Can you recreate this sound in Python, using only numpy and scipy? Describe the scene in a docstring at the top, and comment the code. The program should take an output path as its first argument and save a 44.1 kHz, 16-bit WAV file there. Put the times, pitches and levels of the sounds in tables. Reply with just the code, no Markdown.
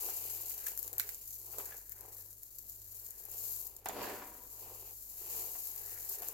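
"""Hands in a pile of dry soap flakes

Two hands knead, sift and scoop the flakes on a table, close to a pair of microphones, over a hum in a quiet room.
Random tiny contacts make the rustle; filtered noise bursts make single flakes snap as they break.
Duller contacts rub, crunch and rasp in the heap, damped tones thud, and resonances make the table rumble."""
import sys
import numpy as np
from scipy import signal
from scipy.fft import rfft, irfft, next_fast_len
from scipy.io import wavfile

SR = 44100
rng = np.random.default_rng(int(sys.argv[2]) if len(sys.argv) > 2 else 0)


def dump_mix(stems):
    """Bounce the given channels to the path in sys.argv[1] as a 16-bit WAV at rate SR."""
    frames = np.atleast_2d(stems).T  # one column per channel
    limited = np.clip(frames, -1, 1)  # hard clip at full scale
    pcm = np.round(limited * 32767).astype(np.int16)
    wavfile.write(sys.argv[1], SR, pcm)


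N = 279153
TIME = np.arange(N) / SR  # seconds

# extra brightness of a breaking edge: pitch_hz, gain_db
EDGE_BRIGHTNESS = [(3500, -6), (5200, -2.5), (7000, -1.5), (10000, -6), (12500, 1), (15500, -4)]
CRUNCH_PAN_DB = 0.5  # left minus right, for crunching, rasping and cracking


def undb(db):
    """Turn decibels into gain."""
    return 10 ** (np.asarray(db) / 20)


def curves(points):
    """Join each column of a table by straight lines in time."""
    s, *columns = np.transpose(points)
    return [np.interp(TIME, s, column) for column in columns]


def unit(x):
    """Scale a stereo sound so that the average of its two sides has rms 1."""
    middle = x.mean(axis=0)
    return x / np.sqrt(np.mean(middle ** 2))


def pan(db):
    """Left and right gains for a level difference, left minus right, with an average power of 1."""
    gains = undb(np.array([db, -db]).reshape(2, -1) / 2)
    return gains / np.sqrt(np.mean(gains ** 2, axis=0))


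def colour(x, points):
    """Filter a sound through (pitch_hz, gain_db) points, without any sound before its cause."""
    size = next_fast_len(N + SR // 10, real=True)
    hz, db = np.transpose(points)
    bin_hz = np.arange(size // 2 + 1) * SR / size
    # the 1 Hz offset avoids the logarithm of zero
    log_gain = np.log(undb(np.interp(np.log(bin_hz + 1), np.log(hz), db)))
    # folding the cepstrum forward gives the filter its minimum phase
    cepstrum = irfft(log_gain, size)
    cepstrum[1:size // 2] *= 2
    cepstrum[size // 2 + 1:] = 0
    response = np.exp(rfft(cepstrum))
    return irfft(rfft(x, size) * response, size)[..., :N]


def resonate(x, hz, width_hz):
    """Let one resonance ring, with gain 1 at its centre."""
    b, a = signal.iirpeak(hz, hz / width_hz, fs=SR)
    return signal.lfilter(b, a, x)


def walk(rate):
    """A wandering random value that gets a new target rate times a second; spread near 1."""
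    knots = rng.standard_normal(N // 10)
    # straight lines between the knots shrink the spread; the factor restores it
    return np.sqrt(3 / 2) * np.interp(TIME * rate, np.arange(len(knots)), knots)


def add(track, s, sound):
    """Mix a short stereo sound into a track at time s."""
    start = max(int(s * SR), 0)
    track[:, start:start + sound.shape[1]] += sound[:, :N - start]


def swell(peak_s, rise_s, fall_s, db):
    """Gain of one hand movement: it grows to a rounded peak and dies away."""
    span_db, roundness = 20, 1.413  # drop over one rise or fall time; above 1 the top is rounder, the ends steeper
    before = (peak_s - TIME) / max(rise_s, .01)
    after = (TIME - peak_s) / max(fall_s, .01)
    away = np.maximum(before, after)
    return undb(db - span_db * np.minimum(away, 10) ** roundness)


def together(gains):
    """Overlapping movements add in power."""
    return np.sqrt(sum(gain ** 2 for gain in gains))


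def contacts(rate, scatter_db, spread_db, likeness):
    """Random tiny impacts of uneven size, each from its own place between the microphones."""
    happens = rng.random(N) < rate / SR
    # a faster flow has smaller impacts, so the average power stays alike
    size = happens * undb(scatter_db * np.minimum(rng.exponential(size=N), 5)) / np.sqrt(rate)
    energy = (size * pan(spread_db * rng.standard_normal(N))) ** 2
    # each contact scrapes for a fraction of a millisecond
    decay = np.exp(-1 / (0.00022 * SR))
    scrape = np.sqrt(signal.lfilter([1], [1, -decay], energy + 1e-18))
    # likeness is the share of noise power that both sides have in common
    likeness = np.clip(likeness, 0, 1)
    shared = np.sqrt(likeness) * rng.standard_normal(N)
    separate = np.sqrt(1 - likeness) * rng.standard_normal((2, N))
    return scrape * (shared + separate)


def background():
    """A distant motor beats slowly against the mains hum, over still room air made of filtered noise."""
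    # steady tones of the hum: pitch_hz, level_db (rms, before it wanders)
    hum_tones = [(49.21, -69), (98.46, -75), (100.05, -71)]
    # colour of the room air: pitch_hz, relative_level_db (per Hz)
    air_colour = [(20, -4), (60, -3), (150, -16.5), (400, -13), (1000, -26.5), (3000, -35), (16000, -24.5)]
    hum = np.zeros(N)
    for k, (hz, db) in enumerate(hum_tones):
        gain = np.sqrt(2) * undb(db + 0.77 * walk(3.3))
        tone = np.sin(2 * np.pi * hz * TIME + 0.4 * walk(4.0))
        hum += (-1) ** k * gain * tone  # every other tone is turned upside down
    air = colour(rng.standard_normal(N) + .5 * rng.standard_normal((2, N)), air_colour)
    return hum + unit(air) * undb(-68.5)


def room(x):
    """A small room answers softly from all sides: a noise tail that falls 60 dB in 0.2 s."""
    # colour of the answer: pitch_hz, gain_db (against the direct sound)
    echo_colour = [(150, -17), (300, -15), (600, -9), (1500, -8), (6000, -7), (13000, -9)]
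    t = TIME[:SR // 3]
    tail = rng.standard_normal((2, len(t))) * undb(-60 * t / 0.2) * (1 - np.exp(-t / 0.00052))
    tail /= np.sqrt(np.sum(tail ** 2, axis=1, keepdims=True))
    echo = signal.fftconvolve(x, tail, axes=1)[:, :N]
    return x + colour(echo, echo_colour)


def table():
    """Flakes ground under the dragging hands set the resonances of the table top rumbling."""
    # the edges of the hands dragging along the table: peak_s, rise_s, fall_s, level_db
    hand_drag = (3.985, 0.1258, 0.4673, -47)
    # resonances of the table top: pitch_hz, width_hz, relative_level_db
    table_modes = [(225, 10, 13), (292, 40, 15), (325, 14, 11), (404, 27, 15.5), (496, 23, 17.5),
                   (600, 61, 15.5), (735, 37, 17), (960, 50, 17)]
    push = contacts(3500, scatter_db=2, spread_db=2, likeness=.95)
    rumble = sum(undb(db) * resonate(push, hz, width_hz) for hz, width_hz, db in table_modes)
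    return unit(rumble) * swell(*hand_drag)


def knocks():
    """A blunt contact gives a short damped thud and a shiver of loose flakes."""
    # fingers and lumps that knock on the heap and table:
    # start_s, level_db (for thud and shiver alike), pitch_hz, ring_ms (time for the thud to fall to 37 %)
    knock_list = [(.086, -38, 755, 3.3), (.667, -37.5, 1755, 5.5), (0.931, -44, 518, 3.7),
                  (.998, -45, 1720, 2.1), (1.534, -47, 810, 11), (1.583, -36.5, 535, 3.2),
                  (1.597, -37, 820, 1.6), (1.721, -44.5, 1700, 12.6), (3.859, -26.5, 825, 2.3),
                  (3.893, -28.5, 760, 2.4), (4.008, -38, 500, 2.2), (4.219, -37, 1080, 2.5),
                  (5.328, -48, 468, 3.8), (5.551, -40.5, 810, 0.63), (6.222, -40, 730, 6.8)]
    t = TIME[:SR // 10]
    out = np.zeros((2, N))
    for s, db, hz, ring_ms in knock_list:
        thud = np.sin(2 * np.pi * hz * t) * np.exp(-1000 * t / max(ring_ms, .3))
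        noise = rng.standard_normal((2, len(t))) + rng.standard_normal(len(t))
        shiver = unit(resonate(noise, hz, 0.67 * hz)) * np.exp(-t / 0.015)
        add(out, s, undb(db) * (undb(-5.5) * thud + undb(-13.0) * shiver))
    return out


def heap(flow):
    """Buried flakes rub dully, crunch against each other and rasp along the skin."""
    # the fingers push into the heap:
    # peak_s, rise_s, fall_s, rub_db (dull rubbing), crunch_db (relative to the rubbing)
    presses = [(.07, 0.38, 0.27, -58, -4), (.3, 0.48, 0.61, -62.5, -1.5), (.68, 0.28, 0.32, -65.5, -2.5),
               (.88, 0.13, 0.27, -63, -11.5), (1.02, 0.065, 0.31, -67.5, 3), (1.6, 0.22, .24, -57, -13),
               (2.031, 0.094, 0.28, -60.5, -16), (2.66, 0.16, 0.61, -80, -6), (2.98, 0.17, 0.48, -75.5, -7),
               (3.36, 0.3, 0.45, -65.5, -7), (3.64, 0.31, 0.69, -68.5, -10), (4.042, 0.16, 0.2, -44, -9.5),
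               (4.68, 0.22, 0.24, -59, -11), (4.88, 0.2, 0.085, -65, -4.5), (5.22, 0.051, 0.39, -66, -4),
               (5.39, 0.3, 0.28, -57.5, -5.5), (5.87, 0.6, 0.33, -64, -6.5), (6.25, 0.35, 0.21, -58, -8)]
    # a closing hand squeezes flakes along the skin: peak_s, rise_s, fall_s, rasp_db
    squeezes = [(.67, .18, 0.11, -64.5), (1.01, 0.062, 0.11, -65), (1.72, 0.16, 0.14, -64.5),
                (2.0, 0.29, 0.42, -74), (3.27, 0.49, .15, -76.5), (4.06, 0.15, 0.28, -55),
                (5.95, 0.3, 0.15, -65.5), (6.23, 0.36, 0.16, -70.5)]
    # colours of the three sounds: pitch_hz, relative_level_db
    rub_colour = [(100, -20.5), (200, -14), (290, -11), (420, 5.5), (600, -3.5), (780, -1), (1020, -4.5),
                  (1350, -16), (2200, -52), (5000, -46)]
    crunch_colour = [(600, -33), (1300, -10), (1800, -6.5), (2300, -2), (2800, 1.5), (3400, -8.5),
                     (4500, -2), (8000, -18.5)]
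    rasp_colour = [(700, -43), (1250, -1), (1550, 5), (1780, 6.5), (2050, 2), (2600, -5), (5000, -52)]
    rubbing = together(swell(s, rise, fall, db) for s, rise, fall, db, _ in presses)
    crunching = together(swell(s, rise, fall, db + crunch_db) for s, rise, fall, db, crunch_db in presses)
    # every push rasps a little too
    rasping = together([rubbing * undb(-20.5)] + [swell(*squeeze) for squeeze in squeezes])
    rub = colour(contacts(.25 * flow, scatter_db=2.8, spread_db=3, likeness=.85), rub_colour)
    crunch = colour(contacts(.4 * flow, scatter_db=3.2, spread_db=7, likeness=.08), crunch_colour)
    rasp = colour(contacts(.3 * flow, scatter_db=2.9, spread_db=5, likeness=.15), rasp_colour)
    crisp_part = unit(crunch) * crunching + unit(rasp) * rasping
    return unit(rub) * rubbing + crisp_part * pan(CRUNCH_PAN_DB)


def flake_ring(x):
    """Thin flakes ring in the top treble, with a different left-right balance at each pitch."""
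    # ring of the flakes: pitch_hz, gain_db
    ring_colour = [(1500, -28.5), (3300, -27.5), (4100, -17), (5600, -15), (7300, -5.5), (8600, -13.5),
                   (10200, -7.5), (12000, -5), (13400, -1.5), (15800, -6)]
    # balance between the sides: pitch_hz, left_minus_right_db
    ring_balance = [(4000, -2), (7500, -4.5), (9500, -3), (12800, 6), (15500, -1)]
    left, right = colour(x, ring_colour)
    to_left = [(hz, db / 2) for hz, db in ring_balance]
    to_right = [(hz, -db / 2) for hz, db in ring_balance]
    return np.array([colour(left, to_left), colour(right, to_right)])


def fractures(t, count):
    """Envelope of one break: a first fracture, a few smaller ones soon after, and settling crumbs."""
    height_s = 0.00044  # time from the start of a fracture to its height
    run_s, run_db = 0.0079, -8  # latest start and greatest level of the smaller fractures
    crumbs_db, crumbs_s = -15, .006  # level and decay time of the crumbs
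    delays = np.append(0, run_s * rng.random(count))
    sizes = np.append(1, undb(run_db) * rng.random(count))
    ages = np.maximum(t - delays[:, None], 0) / height_s
    crumbs = undb(crumbs_db) * np.exp(-t / crumbs_s) * (1 - np.exp(-ages[0]))
    return sizes @ (ages * np.exp(1 - ages)) ** 2 + crumbs


def snaps():
    """A flake breaks in a quick run of fractures, then its crumbs settle."""
    # the loudest flakes that snap or land: start_s, level_db (before the filters),
    # left_minus_right_db (of the bright part), crack_db (low crack, relative to level_db)
    snap_list = [(.063, -22, -12, -30), (.334, -29, 1, -40), (0.4963, -20.5, 37, -30),
                 (0.6672, -17.5, -13, -36), (0.7756, -17.5, 5.5, -27), (.7905, -18, 18, -45),
                 (0.8284, -20, 31, -32), (0.8779, -20, 26, -28), (0.93, -20.5, 9, -34),
                 (.9818, -16, 2, -24), (0.9973, -10, -20, -9.5), (1.0909, -18.5, -35, -16.5),
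                 (1.1458, -24, -4, -29), (1.3076, -38, 5, -32), (1.5843, -18, -3, -26),
                 (1.8945, -30, 13, -30), (1.9201, -23, 5, -20.5), (2.0084, -27, 7, -37),
                 (2.4322, -26, 6, -39), (2.5856, -24.5, 7, -45), (2.688, -35, 8, -40),
                 (2.6966, -28, 1, -46), (3.0645, -26.5, 12, -27), (3.107, -24, 9, -53),
                 (3.2529, -27.5, 8, -28), (3.3148, -25.5, 1, -37), (3.6689, -22.5, 7, -41),
                 (3.7649, -25, 1, -42), (3.8577, -20, 2, -44), (3.887, -17.5, -11, -31),
                 (5.7612, -23.5, 18, -39), (5.8148, -27, 11, -32), (6.285, -18, 3, -24)]
    # body of a thick flake: pitch_hz, gain_db
    crack_colour = [(400, -20), (1000, -12), (1500, -1), (2200, 1), (3000, -12), (4000, 0), (5500, -4),
                    (7300, -7), (10000, -20)]
    t = TIME[:SR // 12]
    bright, low = np.zeros((2, N)), np.zeros((2, N))
    for s, db, pan_db, crack_db in snap_list:
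        noise = rng.choice([-1, 1], (2, len(t)))
        burst = noise * fractures(t, count=3) * undb(db)
        add(bright, s, burst * pan(pan_db))
        # a thick flake also cracks lower down
        add(low, s, burst * undb(crack_db))
    ring = flake_ring(colour(bright, EDGE_BRIGHTNESS))
    return ring + colour(low, crack_colour) * pan(CRUNCH_PAN_DB)


def slips(rate, settle_s):
    """Power of little avalanches: each starts at once and dies away; its average is near 1."""
    power = (rng.random(N) < rate / SR) * rng.exponential(size=N) / (rate * settle_s)
    return signal.lfilter([1], [1, -np.exp(-1 / (settle_s * SR))], power)


def rustle(flow):
    """Fine crumbs trickle more smoothly; larger flakes slip in crisp avalanches, rougher in a slow flow."""
    # flakes trickling through the moving hands: time_s, level_db
    sift_levels = [(0, -42), (.5, -45.5), (.63, -47.5), (.93, -53.5), (1.2, -51), (1.6, -48.5),
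                   (1.85, -53.5), (2.4, -56.5), (2.8, -54), (3.03, -51), (3.28, -61), (3.82, -69),
                   (3.9, -54), (4.47, -54.5), (4.58, -52), (5.08, -52), (5.4, -41), (5.75, -48.5),
                   (6.33, -50)]
    # a batch of flakes gives way and slides: peak_s, rise_s, fall_s, level_db, left_minus_right_db
    spill_list = [(.53, 0.064, 0.035, -42.5, 0), (.675, 0.035, 0.07, -43, 3), (.83, 0.065, 0.13, -48, 0),
                  (1.0, 0.023, 0.18, -49.5, 6), (1.659, 0.12, 0.068, -43.5, 1.5),
                  (2.19, 0.026, 0.048, -49, 5), (2.32, 0.14, 0.049, -53.5, 5),
                  (2.695, 0.031, .06, -49.5, 5), (3.2, 0.044, 0.066, -49.5, 7), (3.325, .015, 0.14, -46, 3),
                  (3.499, 0.26, .25, -41, 5.5), (4.06, 0.093, 0.15, -49, -4),
                  (5.691, 0.15, 0.057, -46.5, 4), (5.87, 0.088, 0.29, -46, 5),
                  (6.14, 0.18, 0.063, -45, 1.5), (6.29, 0.036, 0.028, -52, -1)]
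    sift_db, = curves(sift_levels)
    sift = undb(sift_db) * pan(3.3)
    spills = [swell(s, rise, fall, db) * pan(pan_db) for s, rise, fall, db, pan_db in spill_list]
    # a steady part, larger avalanches and smaller ones, weighted in power
    power = 0.14 + 0.38 * slips(rate=60, settle_s=0.0092) + 0.12 * slips(rate=190, settle_s=0.0023)
    # above 2000 contacts per second the avalanches even out, below it they grow rougher
    avalanches = np.sqrt(power) ** ((2000 / flow) ** 0.32)
    # the avalanches shape the fine crumbs more weakly
    fine = contacts(2 * flow, scatter_db=2.8, spread_db=4, likeness=.05) * avalanches ** .7
    coarse = contacts(0.88 * flow, scatter_db=3.0, spread_db=7, likeness=0.049)
    coarse = colour(coarse, EDGE_BRIGHTNESS) * avalanches
    fine_db, coarse_db = -2.5, -2.5
    grains = unit(flake_ring(fine)) * undb(fine_db) + unit(flake_ring(coarse)) * undb(coarse_db)
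    return grains * together([sift] + spills)


def scene():
    """Everything the hands stir up sounds in the room, over the background."""
    # how freely the flakes run: time_s, contacts_per_s (each layer takes its own multiple)
    flow_points = [(0, 10300), (.5, 3100), (.9, 2800), (1.4, 3660), (2.3, 1770), (3.2, 3700), (3.5, 7200),
                   (3.8, 750), (4.05, 11000), (5.45, 12300), (5.8, 3700), (6.33, 2700)]
    flow, = curves(flow_points)
    stirred = rustle(flow) + heap(flow) + table() + snaps() + knocks()
    return room(stirred) + background()


def record(sound):
    """The recorder cuts the very top, above 15900 Hz, with a steep filter."""
    low_pass = signal.ellip(12, .2, 80, 15900, fs=SR, output="sos")
    return signal.sosfilt(low_pass, sound)


dry = scene()
out = record(dry)
dump_mix(out)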